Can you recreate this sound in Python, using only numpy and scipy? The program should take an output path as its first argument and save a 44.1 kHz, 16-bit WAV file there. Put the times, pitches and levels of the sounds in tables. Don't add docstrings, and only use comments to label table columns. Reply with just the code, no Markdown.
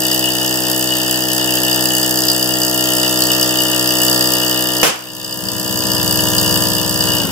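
import sys
import numpy as np
from scipy import signal
from scipy.fft import rfft, irfft, next_fast_len
from scipy.io import wavfile
from scipy.ndimage import uniform_filter1d, minimum_filter1d

SR = 44100
rng = np.random.default_rng(int(sys.argv[2]) if len(sys.argv) > 2 else 0)


def master(y):
    cut = np.clip(np.atleast_2d(y).T, -1, 1)
    pcm = np.round(cut * 32767)
    wavfile.write(sys.argv[1], SR, pcm.astype(np.int16))


N = 322371
TIME = np.arange(N) / SR

BURST_S = 4.8305
POWER_OFF_S, SHUDDER_S = 7.14, 0.091
# t/s, level/dB
LOUDNESS_SWELL = [(0, -0.5), (1.3, -1), (1.6, 0.3), (2.3, -0.7), (2.55, -1), (3.1, 0.2), (3.9, -0.8),
                  (4.12, 1), (4.7, -2.5), (5.5, .8), (6.0, -0.6), (6.52, 1.7), (6.85, -1.9), (7.1, 0.4)]


def amp(db):
    return 10 ** (np.asarray(db) / 20)


def evened(x):
    mid = np.atleast_2d(x).mean(0)
    return x / np.sqrt(np.mean(mid ** 2) + 1e-20)


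def read(points, hz):
    f, value = np.transpose(points)
    return np.interp(np.log(hz + 1), np.log(f + 1), value)


def follow(rows):
    s, *columns = np.transpose(rows)
    return [np.interp(TIME, s, c) for c in columns]


def ramp(start_s, length_s):
    return np.clip((TIME - start_s) / length_s, 0, 1)


def wander(per_s):
    width = int(SR / per_s)
    smoothed = uniform_filter1d(rng.standard_normal(N), width)
    return evened(uniform_filter1d(smoothed, width))


def noise_pair(same):
    a, b = rng.standard_normal((2, N))
    same = np.clip(same, 0, 1)
    return np.array([a, same * a + np.sqrt(1 - same ** 2) * b])


def colour(x, points):
    size = next_fast_len(N + 4096)
    gain = amp(read(points, np.fft.rfftfreq(size, 1 / SR)))
    return irfft(rfft(x, size) * gain, size)[..., :N]


def ring(x, modes):
    t = np.arange(SR // 4) / SR
    body = np.zeros(len(t))
    for hz, width, db in modes:
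        decay = np.exp(-np.pi * width * t)
        body += amp(db) * np.sqrt(width) * decay * np.cos(2 * np.pi * hz * t)
    return signal.oaconvolve(np.atleast_2d(x), body[None], axes=1)[:, :N]


def ports(x):
    # f/Hz, level/dB
    port_balance = [(60, 10), (125, 8), (200, 7), (314, 2.5), (400, 6), (630, 6), (850, 0), (1290, -3),
                    (1760, -3), (2400, 1.5), (2900, 2), (4400, 0), (8000, 2), (15000, -1)]
    # f/Hz, phase/rad
    port_phase = [(60, 1.7), (125, 1.3), (310, 0.37), (600, 1.09), (1200, -0.4), (1700, 2), (2300, 3.5),
                  (2900, -0.1), (3400, 0), (4100, 4.5), (4850, 1.15), (6700, 1.5), (7900, 1.2), (9300, 2),
                  (10300, 1.15), (11500, 2.5), (13000, 1.34)]
    size = next_fast_len(N + 4096)
    hz = np.fft.rfftfreq(size, 1 / SR)
    half = amp(read(port_balance, hz) / 2) * np.exp(.5j * read(port_phase, hz))
    pair = np.array([half, 1 / half])
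    pair /= np.sqrt(np.mean(abs(pair) ** 2, 0))
    return irfft(rfft(x, size) * pair, size)[:, :N]


def room_tail(build_s):
    # f/Hz, t60/s
    room_decay = [(150, 0.2), (1000, 0.37), (4000, 0.33), (8000, 0.28), (15000, 0.11)]
    hz, t, z = signal.stft(rng.standard_normal((2, SR // 2)), SR, nperseg=256)
    decay_db = -60 * np.maximum(t - build_s, 0) / read(room_decay, hz)[:, None]
    tail = signal.istft(z * amp(decay_db), SR, nperseg=256)[1]
    return tail / np.linalg.norm(tail[0])


def in_room(x, wet_db):
    return x + amp(wet_db) * signal.fftconvolve(x, room_tail(build_s=0.0024), axes=1)[:, :N]


def part_level(levels_db):
    soften_s = 0.17
    slack_db, full_db, free_db, run_down_db = levels_db
    loaded_db = slack_db + (full_db - slack_db) * ramp(0, BURST_S)
    free = ramp(BURST_S, .1)
    running_db = loaded_db * (1 - free) + free_db * free
    return running_db + run_down_db * ramp(POWER_OFF_S, soften_s) ** 2 + follow(LOUDNESS_SWELL)[0]


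def crank(judder_turns):
    start_speed = 63.3
    sag_per_s, brake_per_s = .134, 52
    speed = start_speed - sag_per_s * TIME - brake_per_s * np.maximum(TIME - POWER_OFF_S, 0)
    judder = judder_turns * ramp(POWER_OFF_S, SHUDDER_S) * wander(per_s=43)
    return np.cumsum(speed) / SR + judder


def rush(turns, hum_db, intake_turn, depth):
    # f/Hz, level/dB
    rush_colour = [(25, -48), (70, -46), (150, -12), (300, 0.5), (600, 4.5), (850, 1.5), (1100, -1),
                   (1400, -10), (1850, 7), (2250, -26.5), (2800, -1.5), (4100, -9.5), (6000, -2.5),
                   (15500, -7.5)]
    gulp = 1 + depth * np.cos(2 * np.pi * (turns - intake_turn))
    hiss = colour(gulp * noise_pair(same=1.0), rush_colour)
    return amp(hum_db - 7.0) * evened(ports(hiss))


def rocking(turns, land_turn, slop_turns, chatter_db, count=3):
    # f/Hz, width/Hz, share/dB
    bench_modes = [(85, 7.3, -3.5), (103.3, 9, 8.5), (168.2, 3.1, 5.5), (189.7, 14, 12), (216, 28, -13),
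                   (235, 44, -42)]
    # f/Hz, level/dB
    chatter_colour = [(50, -31), (110, -18), (190, -22), (400, -2), (800, -11), (2000, -13), (6000, -23)]
    ease_s, let_go_s, hand_move_s = 5.06, 5.35, .04
    gripped_db, rock_db = -31, -25.5
    settle_s, settled_uneven = 0.374, 0.035

    coasting, released = ramp(POWER_OFF_S, SHUDDER_S), ramp(let_go_s, hand_move_s)
    unsettled = np.exp(-(np.maximum(TIME - let_go_s, 0) / settle_s) ** 2)
    uneven = np.maximum(settled_uneven, np.maximum(unsettled, coasting)) * released
    gripped = ramp(ease_s, hand_move_s) * (1 - released)
    level = amp(gripped_db) * gripped + amp(rock_db) * released

    cycle = np.floor((turns - land_turn + slop_turns * uneven * wander(per_s=33.3)) / count)
    landings = np.diff(np.maximum.accumulate(cycle), prepend=cycle[0])
    weight = amp(1.3 * uneven * wander(per_s=12))
    # low bass cut as by the microphone, little above 400 Hz
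    thump_band = [(40, -32), (80, 4), (240, 2.0), (400, -30)]
    thumps = evened(ports(colour(ring(landings * weight, bench_modes), thump_band)))

    scuff = signal.lfilter([1], [1, -np.exp(-1 / (0.081 * SR))], landings)
    chatter = evened(ports(colour(scuff * noise_pair(same=0.98), chatter_colour)))
    return level * amp(follow(LOUDNESS_SWELL)[0]) * (thumps + amp(chatter_db) * coasting * chatter)


def strokes(turns, at_turn, rise_turn, fall_turn, spread_db, slam_share):
    # t/s, extra level/dB
    slams = [(2.031, 2), (2.236, 2.5), (2.285, 4), (2.3, 2.5), (2.427, 2), (3.222, 3.5), (3.429, 3.5),
             (5.246, 3), (5.326, 2.5), (5.486, 3), (6.109, 1), (6.173, 1.5), (6.382, 3)]
    stroke, age = np.divmod(turns - at_turn + 1, 1)
    stroke = np.maximum(stroke.astype(int), 0)
    size_db = spread_db * rng.standard_normal(N // 256)
    for s, extra_db in slams:
        size_db[stroke[int((s + .008) * SR)]] = slam_share * extra_db
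    return amp(size_db[stroke]) * (1 - np.exp(-age / rise_turn)) * np.exp(-age / fall_turn)


def valve(turns, clack_db, plate_db, head_db):
    # f/Hz, level/dB
    clack_colour = [(3900, -66), (5200, 2), (5700, -5), (6700, 3), (7300, -2.5), (7900, 5.5), (9100, -8.5),
                    (10200, 2.5), (11400, -6.5), (12300, 4.5), (13200, 4), (14200, -4.5), (15100, 5),
                    (16000, -10.5)]
    # f/Hz, width/Hz, share/dB
    plate_modes = [(4729, 153, 7), (4875, 89, 3)]
    # f/Hz, width/Hz, share/dB
    head_modes = [(1860, 300, -11.5), (2904, 60, -2), (2790, 600, -4), (3573, 50, -7)]

    slap = strokes(turns, at_turn=0.16, rise_turn=0.13, fall_turn=0.12, spread_db=1.8, slam_share=0.81)
    crack = colour(slap * noise_pair(same=0.99), clack_colour)
    clack = evened(in_room(ports(crack), wet_db=-4.5))

    flick = strokes(turns, at_turn=0.18, rise_turn=0.058, fall_turn=0.19, spread_db=1.67, slam_share=2.9)
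    plate_ring = ring(flick * noise_pair(same=0.89), plate_modes)
    plate = evened(in_room(ports(plate_ring), wet_db=-7.0))

    exhaust = strokes(turns, at_turn=0.307, rise_turn=0.14, fall_turn=0.16, spread_db=2.34, slam_share=0.35)
    head_ring = ring(exhaust * noise_pair(same=0.96), head_modes)
    head = evened(in_room(ports(head_ring), wet_db=-1))

    parts = amp(clack_db) * clack + amp(plate_db) * plate + amp(head_db) * head
    recorder_colour = [(1900, 0.5), (2250, -23), (2700, 2.5), (3700, 0.0), (4100, -8.0), (4500, -1)]
    return colour(parts, recorder_colour)


def balloon_boost(hz, pitch):
    # factor on its pitch, width/Hz, boost/dB
    balloon_modes = [(.47, 70, 2.5), (1, 139, 4.5)]
    return sum(db * np.exp(-((hz - factor * pitch) / width) ** 2) for factor, width, db in balloon_modes)


def pumping(turns, hum_db, knock_db, waver_db, last_thump=4, last_intake=14):
    # multiple of crank speed, level feeding the balloon/dB, level running free/dB
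    pump_orders = [(1, -17.5, -22), (2, -4.5, -6), (3, -5, -7.5), (4, -8.5, -10), (5, 1.5, -2.5),
                   (6, -7.5, -11.5), (7, -8.5, -11), (8, -8.5, -8), (9, -9.5, -10.5), (10, -4.5, -7.5),
                   (11, -7.5, -15), (12, -44, -27), (13, -13, -19.5), (14, -14, -18.5), (15, -13, -10.5),
                   (16, -17, -10), (17, -29, -21), (18, -26, -30), (19, -14, -12), (20, -36, -28),
                   (21, -20, -31), (22, -12.5, -15.5), (23, -40, -21), (24, -35, -23), (25, -27, -20),
                   (26, -16.5, -12), (27, -10, -12.5), (28, -3, -4.5), (29, -33, -16), (30, -5, -22)]
    # t/s, f/Hz
    balloon_pitch = [(0, 1802), (2, 1730), (3.2, 1230), (4.1, 1130), (4.8, 1110)]
    thump, intake, knock = (0.26, 0.078), (.96, 0.94), (.47, 1.16)

    free = ramp(BURST_S, .1)
    pitch, mean_speed = follow(balloon_pitch)[0], turns[-1] / TIME[-1]
    wavers = [amp(waver_db * wander(per_s=12.0)) for _ in range(5)]
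    lines = []
    for k, (_, held_db, free_db) in enumerate(pump_orders, 1):
        at_turn, spread = thump if k <= last_thump else intake if k <= last_intake else knock
        held = amp(held_db + balloon_boost(k * mean_speed, pitch))
        size = held * (1 - free) + amp(free_db) * free
        phase = 2 * np.pi * k * (turns - at_turn) + spread * rng.standard_normal()
        lines.append(size * wavers[k % len(wavers)] * np.cos(phase))
    hum = evened(ports(sum(lines[:last_intake])))
    knocking = evened(ports(sum(lines[last_intake:])))
    return amp(hum_db) * hum + amp(knock_db) * knocking


def pressure_wave(s, length_s):
    u = np.maximum(TIME - s, 0) / length_s
    return (TIME >= s) * (1 - u) * np.exp(-u)


def burst(blast_db, blast_s, echo_db, slap_s):
    # f/Hz, level/dB
    echo_colour = [(30, -25), (150, 0), (450, 6.5), (900, 4.5), (1600, 3), (2100, -1.5), (3000, 4),
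                   (4100, -7), (5000, -0.5), (9000, -5.5), (15500, -9.5)]
    # delay/s, level against the echo/dB
    reflections = [(.0026, -11), (.0085, -11), (0.0212, 19), (0.0389, 9), (.0455, -9)]
    start = int(BURST_S * SR)
    tail = room_tail(build_s=0.047)
    echo = np.zeros((2, N))
    echo[:, start:start + tail.shape[1]] = tail
    echo = colour(echo, echo_colour) * (TIME >= BURST_S)
    echo = echo / echo[:, start:start + SR // 40].std()
    slaps = sum(amp(db) * pressure_wave(BURST_S + delay, slap_s) for delay, db in reflections)
    return amp(blast_db) * pressure_wave(BURST_S, blast_s) + amp(echo_db) * (echo + slaps)


def scene():
    # balloon slack/dB, balloon full/dB, running free/dB, change while running down/dB
    hum_levels = (-23, -22, -20.5, -5.5)
    knock_levels = (-36.5, -29, -30, -17)
    clack_levels = (-21.5, -20, -22, -11.5)
    plate_levels = (-24, -21, -22.5, -17)
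    head_levels = (-24.5, -24, -27, -3.5)
    # t/s, level/dB
    head_swell = [(0, 0), (1.3, -.8), (1.8, -0.5), (2.2, -3.5), (2.6, -3.5), (2.9, 0), (3.4, 0), (3.7, 0.5),
                  (4.25, -4), (4.55, 0.5), (5.8, -0.5)]

    turns = crank(judder_turns=.05)
    hum_db, knock_db = part_level(hum_levels), part_level(knock_levels)
    clack_db, plate_db = part_level(clack_levels), part_level(plate_levels)
    head_db = part_level(head_levels) + follow(head_swell)[0]

    pump = pumping(turns, hum_db, knock_db, waver_db=.5)
    air = rush(turns, hum_db, intake_turn=0.83, depth=0.13)
    clatter = valve(turns, clack_db, plate_db, head_db)
    feet = rocking(turns, land_turn=1.834, slop_turns=0.676, chatter_db=-4.5)
    bang = burst(blast_db=21.5, blast_s=0.00028, echo_db=5.5, slap_s=0.00011)
    return pump + air + clatter + feet + bang


def gain_control(x, threshold_db, hold_s, recover_db_per_s, attack_s):
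    lag = np.exp(-1 / (0.0063 * SR))
    power = signal.lfilter([1 - lag], [1, -lag], (x ** 2).mean(0))
    power_db = 10 * np.log10(power + 1e-12)
    width = int(hold_s * SR) | 1
    over_db = -minimum_filter1d(-np.maximum(power_db - threshold_db, 0), width, origin=width // 2)
    fall = TIME * recover_db_per_s
    over_db = np.maximum.accumulate(over_db + fall) - fall
    lag = np.exp(-1 / (attack_s * SR))
    return x / amp(signal.lfilter([1 - lag], [1, -lag], over_db))


def record(dry):
    ducked = gain_control(dry, threshold_db=-9.0, hold_s=0.073, recover_db_per_s=16, attack_s=0.00093)
    clipped = np.clip(ducked, -1, 1)
    band_limit = signal.firwin(511, 15720, window=("kaiser", 9), fs=SR)
    return signal.oaconvolve(clipped, band_limit[None], "same")


dry = scene()
out = record(dry)
master(out)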